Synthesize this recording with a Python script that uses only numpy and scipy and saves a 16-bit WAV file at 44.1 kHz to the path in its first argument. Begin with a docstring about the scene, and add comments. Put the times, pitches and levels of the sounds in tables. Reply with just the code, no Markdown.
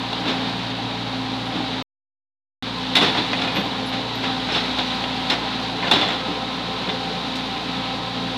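"""Diesel crawler excavator working a ditch a few metres off. Four cylinders fire at near-steady speed;
fan and block roar with low and mid body tones; the hydraulic pump whines and throbs. Bucket and arm clank
and shed soil: noise bursts, ringing steel, a few thin pings, all echoed by trees and the machine's body.
Small microphone: bright peak near 3.6 kHz in the roar. The sound drops out for 0.8 s."""
import sys
import numpy as np
from scipy import signal
from scipy.fft import rfft, irfft, next_fast_len
from scipy.io import wavfile

SR = 44100
rng = np.random.default_rng(int(sys.argv[2]) if len(sys.argv) > 2 else 0)


def wav_record(signal):
    """Record a signal, one row per channel, as 16-bit PCM in the file named by sys.argv[1]."""
    frames = np.transpose(np.atleast_2d(signal))
    bounded = np.clip(frames, -1, 1)
    # unit amplitude maps onto the largest positive 16-bit level
    quanta = np.round(bounded * 32767).astype(np.int16)
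    wavfile.write(sys.argv[1], SR, quanta)


N = 369116
N_FFT = next_fast_len(N, True)

# thin high pings: t/s, level/dB, f/Hz, t60/s
HIGH_PINGS = [(1.458, -57, 10800, .2), (2.99, -53, 9800, .9), (3.39, -58, 9900, .6),
              (3.55, -44, 12530, 0.26), (3.86, -48, 10800, .15), (3.889, -53, 13200, .1),
              (4.15, -53, 13300, .15), (5.93, -47, 7400, .2), (6.088, -44, 7340, 0.061)]
# jolts of bucket and arm: t/s, relative level/dB, t60/s, part
JOLTS = [(.127, -17, .07, "bucket"), (.25, -20.5, 0.27, "boom"), (.272, -11, .28, "scrape"),
         (1.55, -19.5, 0.32, "boom"), (2.952, -3, 0.17, "pin"), (2.966, -8, .28, "bucket"),
         (3.008, -4, .3, "scrape"), (3.055, -13, .26, "scrape"), (3.146, -14, .15, "arm"),
         (3.165, -10.5, 0.18, "scrape"), (3.178, -15.5, .2, "boom"), (3.329, -9, 0.077, "link"),
         (3.385, -16.5, .14, "link"), (3.41, -11, .25, "scrape"), (3.44, -20, .14, "link"),
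         (3.473, -15.5, .1, "link"), (3.556, -14, 0.19, "link"), (3.56, -18, 0.22, "base"),
         (3.92, -16.5, 0.41, "scrape"), (4.226, -13.5, 0.37, "scrape"), (4.485, -16, .29, "link"),
         (4.519, -12, .25, "plate"), (4.545, -10.5, .33, "scrape"), (4.785, -12.5, 0.18, "bucket"),
         (5.036, -16, .09, "link"), (5.297, -7, .13, "pin"), (5.3, -9, .15, "plate"),
         (5.309, -15, 0.27, "arm"), (5.824, -17, .4, "arm"), (5.866, -11.5, .2, "scrape"),
         (5.911, -3, 0.15, "bucket"), (5.925, -6.5, 0.4, "scrape"), (5.95, -15.5, .22, "boom"),
         (6.012, -13, .5, "bucket"), (6.08, -15, 0.46, "scrape"), (6.28, -23, 0.31, "boom"),
         (6.871, -18, .15, "base"), (6.89, -17, 0.1, "bucket"), (7.354, -25, .12, "tooth")]
# struck or scraped part -> rise/s, thud/dB, treble/dB, low ring f/Hz, high ring f/Hz
STRUCK_PARTS = {"boom": (.005, 3.5, -37.5, 298, 3601), "bucket": (.0022, -1.5, -39, 800, 3480),
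                "plate": (.003, -8, -26, 400, 5400), "scrape": (.008, -2, -35, 880, 3720),
                "link": (.003, -2.5, -42, 750, 2550), "arm": (.003, 2.5, -43, 800, 2050),
                "pin": (.003, -14, -19.5, 700, 3900), "tooth": (.002, -10, -2, 800, 4100),
                "base": (.006, 6, -36, 205, 2750)}
# noise spectrum of a jolt: f/Hz, relative density/dB
JOLT_SPECTRUM = [(59, -40.5), (100, -6), (205, -7.5), (254, -2), (532, -8.5), (701, -7), (779, -9.5),
                 (2340, -10.5), (3500, -8.5), (5700, -24), (15700, -55.5)]
# steel modes of bucket and arm: f/Hz, gain/dB, t60/s
STEEL_MODES = [(196, 10, .12), (295.4, 8.5, 0.12), (402, 4, 0.11), (563, -2, 0.13), (720, -2, 0.092),
               (865, 2.5, 0.032), (997, -6.5, .1), (1419, 4, 0.13), (1760, -1.5, .08), (2040, 1, 0.087),
               (2484, -1.5, .08), (2810, 0, 0.061), (3050, -10, .08), (3405, 1.5, 0.04), (3503, -4.5, 0.11),
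               (3534, -4, .1), (3640, 0.5, 0.054), (3850, -6.5, 0.14), (4060, -1, 0.071),
               (4370, -1.5, 0.037), (5280, -6.5, 0.092)]
# fan and block roar: t/s, level/dB, mid and treble gain/dB
ROAR_LEVELS = [(0, -24.5, -5.5), (.43, -22.5, -6), (.8, -25, -6), (1.8, -25, -5), (2.63, -27.5, -4),
               (3.1, -24, -2.5), (3.55, -22.5, -5.5), (4.05, -25.5, -5), (4.6, -25, -1.5),
               (5.2, -24.5, -3.5), (6.4, -25.5, -4.5), (7.1, -26.5, -2.5), (8.37, -26, -4)]
# roar spectrum: f/Hz, relative density/dB
ROAR_SPECTRUM = [(30, -44), (66, -30.5), (95, -19), (130, -14.5), (200, -7), (370, -15), (630, -14.5),
                 (1100, -14.5), (2000, -14.5), (3790, -10.5), (5500, -26), (7500, -37.5), (10500, -45),
                 (16000, -56.5)]
# roar peaks (low and mid body tones, microphone's bright peak near 3.6 kHz): f/Hz, width/Hz, lift/dB
ROAR_PEAKS = [(302, 49, 3), (798, 166, 7), (960, 58, 5.5), (3500, 330, 0.5), (3890, 600, 3.5),
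              (4530, 760, 2.5)]
# pump whine: t/s, 1st harmonic level/dB, 3rd harmonic level/dB, beating order/1st (amplitude ratio)
PUMP_LEVELS = [(0, -35, -44.5, .7), (.42, -32, -47, .6), (.8, -35, -55, .3), (1.3, -32.5, -44, .15),
               (1.8, -33.5, -51, .2), (2.7, -33, -43.5, .3), (3.4, -34.5, -44, .3), (4.3, -33.5, -42, .6),
               (4.9, -32.5, -40.5, .3), (5.6, -38.5, -43, .7), (6.1, -41.5, -39, .8),
               (6.8, -39.5, -40.5, .3), (7.4, -38, -41.5, .8), (8.37, -37.5, -39.5, .8)]
# other pump overtones: harmonic number, level/dB re 3rd
PUMP_OVERTONES = [(2, -3), (4, -1.5), (5, -6.5)]
# engine speed, sagging under load: t/s, firing rate/Hz
FIRING_RATE = [(0, 58.3), (1.8, 58.3), (2.7, 57.9), (3.05, 57.8), (3.35, 58.2), (4.2, 58.3), (4.55, 57.4),
               (4.9, 57.4), (5.45, 57.8), (6.05, 58.1), (6.9, 58.1), (7.3, 57.95), (8.37, 58)]
# 2nd firing harmonic: t/s, level/dB
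SECOND_HARMONIC = [(0, -38), (1.2, -37.5), (2.8, -41.5), (4.2, -39), (4.8, -47.5), (5.6, -41), (6.3, -45.5),
                   (6.9, -42), (7.3, -45), (8.37, -40.5)]
# weak engine orders: multiple of firing rate, level/dB
WEAK_ORDERS = [(2.5, -58), (3.5, -51), (4, -48.5), (5, -47.5), (7.5, -45.5)]


def amp(db):
    """dB to gain."""
    return 10 ** (np.asarray(db) / 20)


def unit_rms(x):
    """Scale to rms 1."""
    return x / np.sqrt(np.mean(x ** 2) + 1e-20)


def curves(table):
    """Columns after t/s, interpolated per sample."""
    times_s, *columns = np.transpose(table)
    return [np.interp(np.arange(N) / SR, times_s, column) for column in columns]


def drift(rate_hz):
    """Low-passed random wander, rms 1."""
    step = 40
    pole = np.exp(-2 * np.pi * rate_hz * step / SR)
    noise = rng.standard_normal(N // step + 2002)
    slow = signal.lfilter([1], [1, -2 * pole, pole * pole], noise)[2000:]
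    return np.interp(np.arange(N) / step, np.arange(len(slow)), unit_rms(slow))


def noise_bands(spectrum, low_hz, high_hz, peaks=()):
    """Coloured noise with resonant peaks, split into low, mid, high."""
    hz = np.arange(1, N_FFT // 2 + 2) * SR / N_FFT
    points_hz, points_db = np.transpose(spectrum)
    db = np.interp(np.log(hz), np.log(points_hz), points_db)
    for centre_hz, width_hz, lift_db in peaks:
        db += lift_db / (1 + (2 * (hz - centre_hz) / width_hz) ** 2)
    bins = rfft(rng.standard_normal(N_FFT)) * amp(db)
    low, high = 1 / (1 + (hz / low_hz) ** 4), 1 / (1 + (high_hz / hz) ** 4)
    return [irfft(bins * share, N_FFT)[:N] for share in (low, 1 - low - high, high)]


def ring(force, hz, t60_s):
    """Damped mode: a unit click rings a sine of height 1."""
    r, w = amp(-60 / (t60_s * SR)), 2 * np.pi * hz / SR
    return signal.lfilter([0, np.sin(w)], [1, -2 * r * np.cos(w), r * r], force + 1e-18)


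def tone(cycles, multiple, rms_db):
    """Sine on a multiple of a cycle count, random phase."""
    return np.sqrt(2) * amp(rms_db) * np.sin(2 * np.pi * (multiple * cycles + rng.random()))


def echoes(x, wet_db=-13, t60_s=.39, gap_s=.012):
    """Direct sound plus dense, fading scatter off trees and machine body."""
    t = np.arange(round(.4 * SR)) / SR
    scatter = rng.standard_normal(len(t)) * amp(-60 * t / t60_s) * (t > gap_s)
    scatter = unit_rms(scatter) / np.sqrt(len(t))
    return x + amp(wet_db) * signal.fftconvolve(x, scatter)[:N]


def pings():
    """Short high tones: sudden start, slightly rough decay."""
    out = np.zeros(N)
    for start_s, db, hz, t60_s in HIGH_PINGS:
        t = np.arange(round(t60_s * SR)) / SR
        out[round(start_s * SR):][:len(t)] += amp(db - 60 * t / t60_s) * np.sin(2 * np.pi * hz * t)
    return out * amp(5.2 * drift(150))


def clanks(crash_db=-11, steel_db=-22, strike_db=13, grains_per_s=900, db_per_octave=22):
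    """Each jolt: a blow and a dying rattle. Both ring steel modes near the part's ring frequencies."""
    modes_hz = np.array(STEEL_MODES)[:, 0]
    band_powers = np.zeros((3, N))
    rattle_envs, strikes = np.zeros((2, len(STEEL_MODES), N))
    spreads = rng.standard_normal((len(JOLTS), len(STEEL_MODES)))
    for (start_s, db, t60_s, part), spread in zip(JOLTS, spreads):
        rise_s, thud_db, treble_db, low_hz, high_hz = STRUCK_PARTS[part]
        t, at = np.arange(round(t60_s * SR)) / SR, round(start_s * SR)
        envelope = (1 - np.exp(-t / rise_s)) * amp(db - 60 * t / t60_s)
        band_powers[:, at:at + len(t)] += (envelope * amp([[thud_db], [0], [treble_db]])) ** 2
        low_db = thud_db - db_per_octave * abs(np.log2(modes_hz / low_hz))
        high_db = -db_per_octave * abs(np.log2(modes_hz / high_hz))
        coupling = amp(np.maximum(low_db, high_db))
        rattle_envs[:, at:at + len(t)] += coupling[:, None] * envelope
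        sharpness = min(1, .0025 / rise_s)   # slow scrape, weak blow
        blow = np.sign(spread) * amp(db + strike_db + 2.4 * spread) * sharpness
        strikes[:, at + round(rise_s * SR)] += coupling * blow
    chatter = amp(1.6 * drift(90))   # loose parts
    bands = noise_bands(JOLT_SPECTRUM, low_hz=1240, high_hz=6480)
    crash = sum(unit_rms(band) * np.sqrt(power) for band, power in zip(bands, band_powers))
    grains = (rng.random(N) < grains_per_s / SR) * rng.standard_normal(N)
    steel = np.zeros(N)
    for (hz, db, t60_s), envelope, strike in zip(STEEL_MODES, rattle_envs, strikes):
        rattle = np.roll(grains, rng.integers(N)) * envelope * chatter
        steel += amp(db) * ring(rattle + strike, hz, t60_s)
    mix = amp(crash_db) * crash * chatter + amp(steel_db) * steel
    return signal.sosfilt(signal.butter(2, 130, "high", fs=SR, output="sos"), mix)


def roar(firings, knock_depth=.0505, waver_db=.62):
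    """Fan and block noise with body tones and microphone peak; each firing swells the upper bands."""
    level_db, bright_db = curves(ROAR_LEVELS)
    low, mid, high = noise_bands(ROAR_SPECTRUM, low_hz=1333, high_hz=6000, peaks=ROAR_PEAKS)
    knock = 1 + knock_depth * np.cos(2 * np.pi * firings)
    upper = mid * amp(waver_db * drift(11.7)) + high * amp(waver_db * drift(27))
    lower = low * amp(waver_db * drift(2.9))
    return amp(level_db) * (lower + upper * knock * amp(bright_db)) / np.std(low + mid + high)


def pump(firings, strokes_per_firing=4.461, beat_hz=2.273, beat_dip_s=.13):
    """Piston pressure ripple, beating against an engine order just above; rough overtones."""
    first_db, third_db, beat_depth = curves(PUMP_LEVELS)
    t = np.arange(N) / SR
    strokes = strokes_per_firing * firings
    beat = 1 - beat_depth * np.exp(2j * np.pi * beat_hz * (t - beat_dip_s))
    ripple = np.imag(beat * np.exp(2j * np.pi * strokes))
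    whine = np.sqrt(2) * amp(first_db + 1.5 * drift(10)) * ripple
    whine += tone(strokes + .018 * drift(9.4), 3, third_db + 4.4 * drift(14))
    for harmonic, db in PUMP_OVERTONES:
        whine += tone(strokes + .03 * drift(12), harmonic, third_db + db + 3.7 * drift(26))
    return whine


def diesel(firings, firing_hz, first_db=-47.5, third_db=-40.5, nominal_hz=58, load_db_per_hz=4.5):
    """Exhaust hum; the fundamental grows as speed sags. Uneven cylinders add weak, wavering orders."""
    second_db, = curves(SECOND_HARMONIC)
    load_db = load_db_per_hz * (nominal_hz - firing_hz)
    hum = tone(firings, 1, first_db + load_db + .9 * drift(7.2))
    hum += tone(firings, 2, second_db + 1.1 * drift(7.2))
    hum += tone(firings, 3, third_db + 2.5 * drift(7.2))
    return hum + sum(tone(firings, order, db + 4.5 * drift(14)) for order, db in WEAK_ORDERS)


def scene():
    """Excavator from the roadside, mono; one firing count drives hum, whine and knock."""
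    firing_hz, = curves(FIRING_RATE)
    firings = np.cumsum(firing_hz) / SR
    machine = diesel(firings, firing_hz) + pump(firings) + roar(firings)
    return (machine + echoes(clanks() + pings()))[None]


def record(dry, bass_cut_hz=42, top_cut_hz=15850, dropout_s=(1.8253, 2.6248)):
    """Bass cut, soft clip, dropout, top cut, DC offset of one 16-bit step."""
    t = np.arange(N) / SR
    live = (t < dropout_s[0]) | (t >= dropout_s[1])
    highpass = signal.butter(4, bass_cut_hz, "high", fs=SR, output="sos")
    lowpass = signal.ellip(12, .5, 70, top_cut_hz, fs=SR, output="sos")
    rounded = .84 * np.tanh(signal.sosfilt(highpass, dry) / .79)
    return signal.sosfilt(lowpass, rounded * live) + 2. ** -15


dry = scene()
out = record(dry)
wav_record(out)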